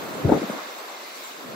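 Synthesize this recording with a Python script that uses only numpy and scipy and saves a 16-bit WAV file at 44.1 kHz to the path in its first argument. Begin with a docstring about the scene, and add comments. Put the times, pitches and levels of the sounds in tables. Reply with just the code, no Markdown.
"""Surf washes over a rocky shore below a lookout: the roar of a broken wave sinks away while its foam hisses.
Tiny bubbles fizz, spray ticks, water slaps a few times and a hollow tone comes and goes in the wash.
Wind flutters on the microphone, hits it with one hard gust and a few buffets (short thumps of swirling
air), drops, and creeps back at the end."""
import sys
import numpy as np
from scipy import signal
from scipy.fft import rfft, irfft
from scipy.io import wavfile
from scipy.ndimage import uniform_filter1d

SR = 44100
rng = np.random.default_rng(int(sys.argv[2]) if len(sys.argv) > 2 else 0)


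def generate_wav(signal):
    """Clip the signal to [-1, 1] and save it as 16-bit WAV at the path in sys.argv[1]."""
    frames = np.transpose(np.atleast_2d(signal))
    scaled = np.clip(frames, -1, 1) * 32767
    pcm = np.round(scaled).astype(np.int16)
    wavfile.write(sys.argv[1], SR, pcm)


N = 68355
TIME, BIN_HZ = np.arange(N) / SR, np.fft.rfftfreq(N, 1 / SR)


def gain(db):
    """Turns decibels into a number to multiply by."""
    return 10 ** (np.asarray(db) / 20)


def unit_level(x):
    """Scales a signal to an average power of 1."""
    return x / np.sqrt(np.mean(x ** 2) + 1e-20)


def over_time(points):
    """Joins (seconds, value) points into a curve."""
    return np.interp(TIME, *np.transpose(points))


def over_hz(points):
    """Joins (Hz, value) points into a curve."""
    hz, value = np.transpose(points)
    return np.interp(np.log(BIN_HZ + 1), np.log(hz), value)


def coloured(x, colour):
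    """Turns each frequency up or down by the given dB."""
    return irfft(rfft(x) * gain(over_hz(colour)), N)


def drift(rate_hz):
    """A smooth random wobble, up to about the given rate."""
    slow_only = np.exp(-(BIN_HZ / rate_hz) ** 2) * (BIN_HZ > 0)
    return unit_level(irfft(rfft(rng.standard_normal(N)) * slow_only, N))


def pan(lean_db):
    """Left and right gains, with the left louder by lean_db."""
    return gain(np.array([[1], [-1]]) * lean_db / 2)


def turbulence(colour, shared, lean_db, lumpy_db, lump_hz):
    """Swirling air makes lumpy noise, partly the same left and right."""
    common, left, right = rng.standard_normal((3, N))
    pair = np.sqrt(shared) * common + np.sqrt(1 - shared) * np.array([left, right])
    lumps = gain(lumpy_db * np.tanh(drift(lump_hz)))
    return unit_level(coloured(pair * lumps, colour) * pan(lean_db))


# How strong the wind's flutter and rumble are. 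Each row: time in seconds, level in dB.
FLUTTER_LEVEL = [(0, -36), (.1, -38), (.225, -34), (.25, -29), (.28, -29.5), (.297, -23), (.312, -25),
                 (.325, -18), (.345, -22), (.37, -24), (.395, -31), (.412, -43.5), (.436, -28.5),
                 (.46, -43), (.485, -39), (.5, -39), (.518, -37.5), (.555, -33.5), (.61, -50), (.8, -67.5),
                 (1.25, -60.5), (1.39, -46.5), (1.47, -40), (1.55, -41.5)]
RUMBLE_LEVEL = [(0, -50), (.09, -46), (.22, -48), (.245, -33), (.29, -26.5), (.315, -33), (.35, -32),
                (.385, -38), (.44, -60), (.6, -87), (1.33, -100), (1.41, -74), (1.47, -52), (1.55, -49)]
# The tone of each wind layer. Each row: frequency in Hz, relative level in dB.
FLUTTER_COLOUR = [(75, -60), (120, -31), (170, -4.5), (260, 3), (400, 0), (600, -0.5), (900, -15.5),
                  (1300, -23), (2500, -42), (5000, -70)]
RASP_COLOUR = [(250, -18.5), (520, 0.5), (870, 1.5), (1080, -10), (1400, -14.5), (2400, -24), (7000, -55)]
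RUMBLE_COLOUR = [(30, -50), (60, -15), (90, -4.5), (125, 6), (170, 5.5), (300, -6.5), (900, -82)]
SHUDDER_COLOUR = [(16, -54), (30, -18), (52, -3), (75, 0), (130, -28), (400, -86)]


def wind():
    """Wind flutters and rumbles on the microphone; a rasp and a deep shudder join in the gust."""
    flutter_db, rumble_db = over_time(FLUTTER_LEVEL), over_time(RUMBLE_LEVEL)
    gust_db = -21.5
    rasp_db = -26 + 1.9 * (flutter_db - gust_db)
    shudder_db = -20 + 1.83 * (rumble_db - gust_db)
    flutter = turbulence(FLUTTER_COLOUR, shared=0.54, lean_db=0.5, lumpy_db=0.5, lump_hz=119)
    rasp = turbulence(RASP_COLOUR, shared=0.2, lean_db=14, lumpy_db=0, lump_hz=200)
    rumble = turbulence(RUMBLE_COLOUR, shared=0.65, lean_db=0, lumpy_db=1, lump_hz=40)
    shudder = turbulence(SHUDDER_COLOUR, shared=0.65, lean_db=0, lumpy_db=1, lump_hz=40)
    return (flutter * gain(flutter_db) + rasp * gain(rasp_db)
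            + rumble * gain(rumble_db) + shudder * gain(shudder_db))


# Swirls of air that hit the microphone. Each row: middle in seconds, level in dB, pitch in Hz,
# half length in seconds, left minus right in dB, snap from 0 to 1.
BUFFETS = [(.2555, -11.5, 124, 0.0069, 3, 0.53), (0.276, -17.5, 300, 0.0063, 2, 0),
           (.2895, -17, 170, 0.0033, 0, 0.3), (0.2942, -10, 526, 0.0017, 5.5, 0.08),
           (0.3014, -14, 490, 0.002, 8.5, 0.14), (0.313, -21, 270, 0.0026, -3, 0.12),
           (0.3225, -6, 289, 0.003, 7, 0.35), (0.339, -13.5, 446, 0.0027, 4, 0.17),
           (.355, -14, 396, 0.0011, -1, 0.13), (.364, -18.5, 342, 0.0014, 4, 0),
           (0.4208, -18, 320, 0.0026, 3, 0), (0.433, -22.5, 440, 0.0018, 13, 0.25),
           (.442, -25, 220, 0.0077, 2.5, 0), (.4995, -20, 547, 0.0016, 3, 0.25),
           (.503, -24.5, 222, 0.0059, 3.5, 0)]


def buffets():
    """Each swirl is a short swing of pressure that sinks in pitch; hard ones snap with a higher tone."""
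    sag_s, snap_ratio, tail_stretch = 0.034, 2.87, 1.08
    out = np.zeros((2, N))
    for middle, db, hz, half_s, lean_db, snap in BUFFETS:
        t = np.clip(TIME - middle, -0.05, 0.05)
        phase = 2 * np.pi * hz * sag_s * (1 - np.exp(-t / sag_s))
        swing = -np.sin(phase) - snap * np.sin(snap_ratio * phase)
        swell = np.exp(-(t / (half_s * np.where(t > 0, tail_stretch, 1))) ** 2)
        out += swing * swell * gain(db) * pan(lean_db)
    return out


# A tone in the wash. Each row: time in seconds, level in dB, pitch in Hz.
HOLLOW_TONE = [(0, -66, 2150), (.5, -53, 2130), (.76, -55, 2133), (.87, -62, 2120), (.94, -48.5, 2094),
               (.98, -52, 2053), (1.1, -52, 2070), (1.191, -54, 2202), (1.35, -61, 2146)]


def hollow_tone():
    """A narrow, hollow tone comes and goes, wandering in pitch."""
    times, db, hz = np.transpose(HOLLOW_TONE)
    phase = 2 * np.pi * np.cumsum(np.interp(TIME, times, hz)) / SR
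    tone = drift(rate_hz=55) * np.cos(phase) + drift(rate_hz=55) * np.sin(phase)
    return gain(np.interp(TIME, times, db)) * unit_level(tone)


# Slaps of water. Each row: middle in seconds, level of the ring in dB, pitch in Hz.
WATER_SLAPS = [(.816, -33, 456), (.8435, -36.5, 706), (.903, -32, 860), (1.209, -36, 605)]
# The tone of their splash. Each row: frequency in Hz, relative level in dB.
SPLASH_COLOUR = [(130, -40), (300, -15), (750, -3), (1300, 2), (3000, -33), (8000, -58)]


def slaps():
    """Each slap is a brief dull splash with a pocket of air that rings for a few cycles."""
    half_s, splash_db = 0.0034, -13.5
    splash = gain(splash_db) * unit_level(coloured(rng.standard_normal(N), SPLASH_COLOUR))
    out = np.zeros(N)
    for middle, db, hz in WATER_SLAPS:
        t = TIME - middle
        ring = np.cos(2 * np.pi * hz * t)
        out += gain(db) * np.exp(-(t / half_s) ** 2) * (splash + ring)
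    return out


def churn(patchy_db, patch_frames, patch_bins):
    """Two noises that swell in random patches of time and pitch, like many splashes."""
    spectra = signal.stft(rng.standard_normal((2, N)), nperseg=512, noverlap=384)[2]
    patches = uniform_filter1d(rng.standard_normal(spectra.shape[1:]), patch_bins, axis=0)
    patches = unit_level(uniform_filter1d(patches, patch_frames, axis=1))
    pair = signal.istft(spectra * gain(patchy_db * patches), nperseg=512, noverlap=384)[1]
    return unit_level(pair[:, :N])


# The surf that left and right share (mid) and that differs between them (side).
# Each row: frequency in Hz, relative level in dB.
SURF_MID_COLOUR = [(100, -65), (135, -57), (180, -13.5), (330, -3), (620, -0.5), (850, -3), (1100, -0.5),
                   (1650, -6), (2130, -7), (2550, -6), (3250, -11.5), (3650, -6), (4150, -6), (5500, -11.5),
                   (7900, -13), (9700, -49), (11800, -12.5), (15500, -15)]
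SURF_SIDE_COLOUR = [(100, -60), (145, -35), (210, -25), (400, -10), (720, -3), (1100, -3.5), (1700, -3),
                    (2500, -11), (3200, -6), (4700, -12), (5700, -11.5), (6700, -11), (8200, -5),
                    (10700, -11.5), (12500, -12), (15000, -26)]
# Which way the surf leans. Each row: frequency in Hz, left minus right in dB.
SURF_LEAN = [(200, 0), (740, 0.5), (1220, 0.5), (2010, -5), (3330, 4.5), (5500, -1), (15000, -0.5)]


def from_shore(pair, band):
    """Gives two noises the tone and width of the surf, within a band of frequencies."""
    mid, side = coloured(pair[0], SURF_MID_COLOUR), coloured(pair[1], SURF_SIDE_COLOUR)
    spectra = rfft(np.array([mid + side, mid - side]))
    return unit_level(irfft(spectra * pan(over_hz(SURF_LEAN)) * np.sqrt(band), N))


# How loud the water, its foam and its finest bubbles are. Each row: time in seconds, level in dB.
ROAR_LEVEL = [(0, -36), (.2, -35.5), (.45, -35.5), (.58, -35), (.72, -38.5), (.92, -39), (1.1, -41.5),
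              (1.3, -42), (1.55, -40)]
FOAM_LEVEL = [(0, -44), (.28, -45), (.38, -41.5), (.52, -42), (.66, -42), (.8, -43.5), (1.1, -42.5),
              (1.17, -42), (1.245, -41), (1.29, -43), (1.36, -44), (1.55, -48)]
FIZZ_LEVEL = [(0, -46.5), (.5, -46.5), (.95, -48.5), (1.25, -44), (1.38, -48.5), (1.55, -50.5)]


def surf():
    """Tumbling water roars; foam hisses and fizzes above it, with fine ticks of falling spray."""
    roar_top_hz, foam_top_hz = 1870, 6960
    drops_per_s, spread_db, spray_db = 900, 4.5, -52
    lows = 1 / (1 + (BIN_HZ / roar_top_hz) ** 4)
    below_fizz = 1 / (1 + (BIN_HZ / foam_top_hz) ** 8)
    roar = from_shore(churn(patchy_db=1.36, patch_frames=6, patch_bins=3), lows)
    foam = from_shore(churn(patchy_db=1.7, patch_frames=10, patch_bins=4), (1 - lows) * below_fizz)
    fizz = from_shore(churn(patchy_db=3.5, patch_frames=16, patch_bins=10), 1 - below_fizz)
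    drops = (rng.random((2, N)) < drops_per_s / SR) * rng.choice([-1, 1], (2, N))
    drop_sizes = gain(spread_db * np.minimum(rng.exponential(1, (2, N)), 4))
    spray = from_shore(drops * drop_sizes, 1 - lows)
    return (roar * gain(over_time(ROAR_LEVEL)) + foam * gain(over_time(FOAM_LEVEL))
            + fizz * gain(over_time(FIZZ_LEVEL)) + spray * gain(spray_db))


def scene():
    """Surf below, and wind that reaches the right of the microphone just after the left."""
    lag_s = 0.00005
    left, right = wind() + buffets()
    late_right = np.interp(TIME - lag_s, TIME, right)
    return surf() + slaps() + hollow_tone() + np.array([left, late_right])


def record(dry):
    """Cuts away the very highest treble."""
    top_hz = 15750
    low_pass = signal.firwin(511, top_hz, window=("kaiser", 9), fs=SR)
    return signal.oaconvolve(dry, low_pass[None], "same")


dry = scene()
out = record(dry)
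generate_wav(out)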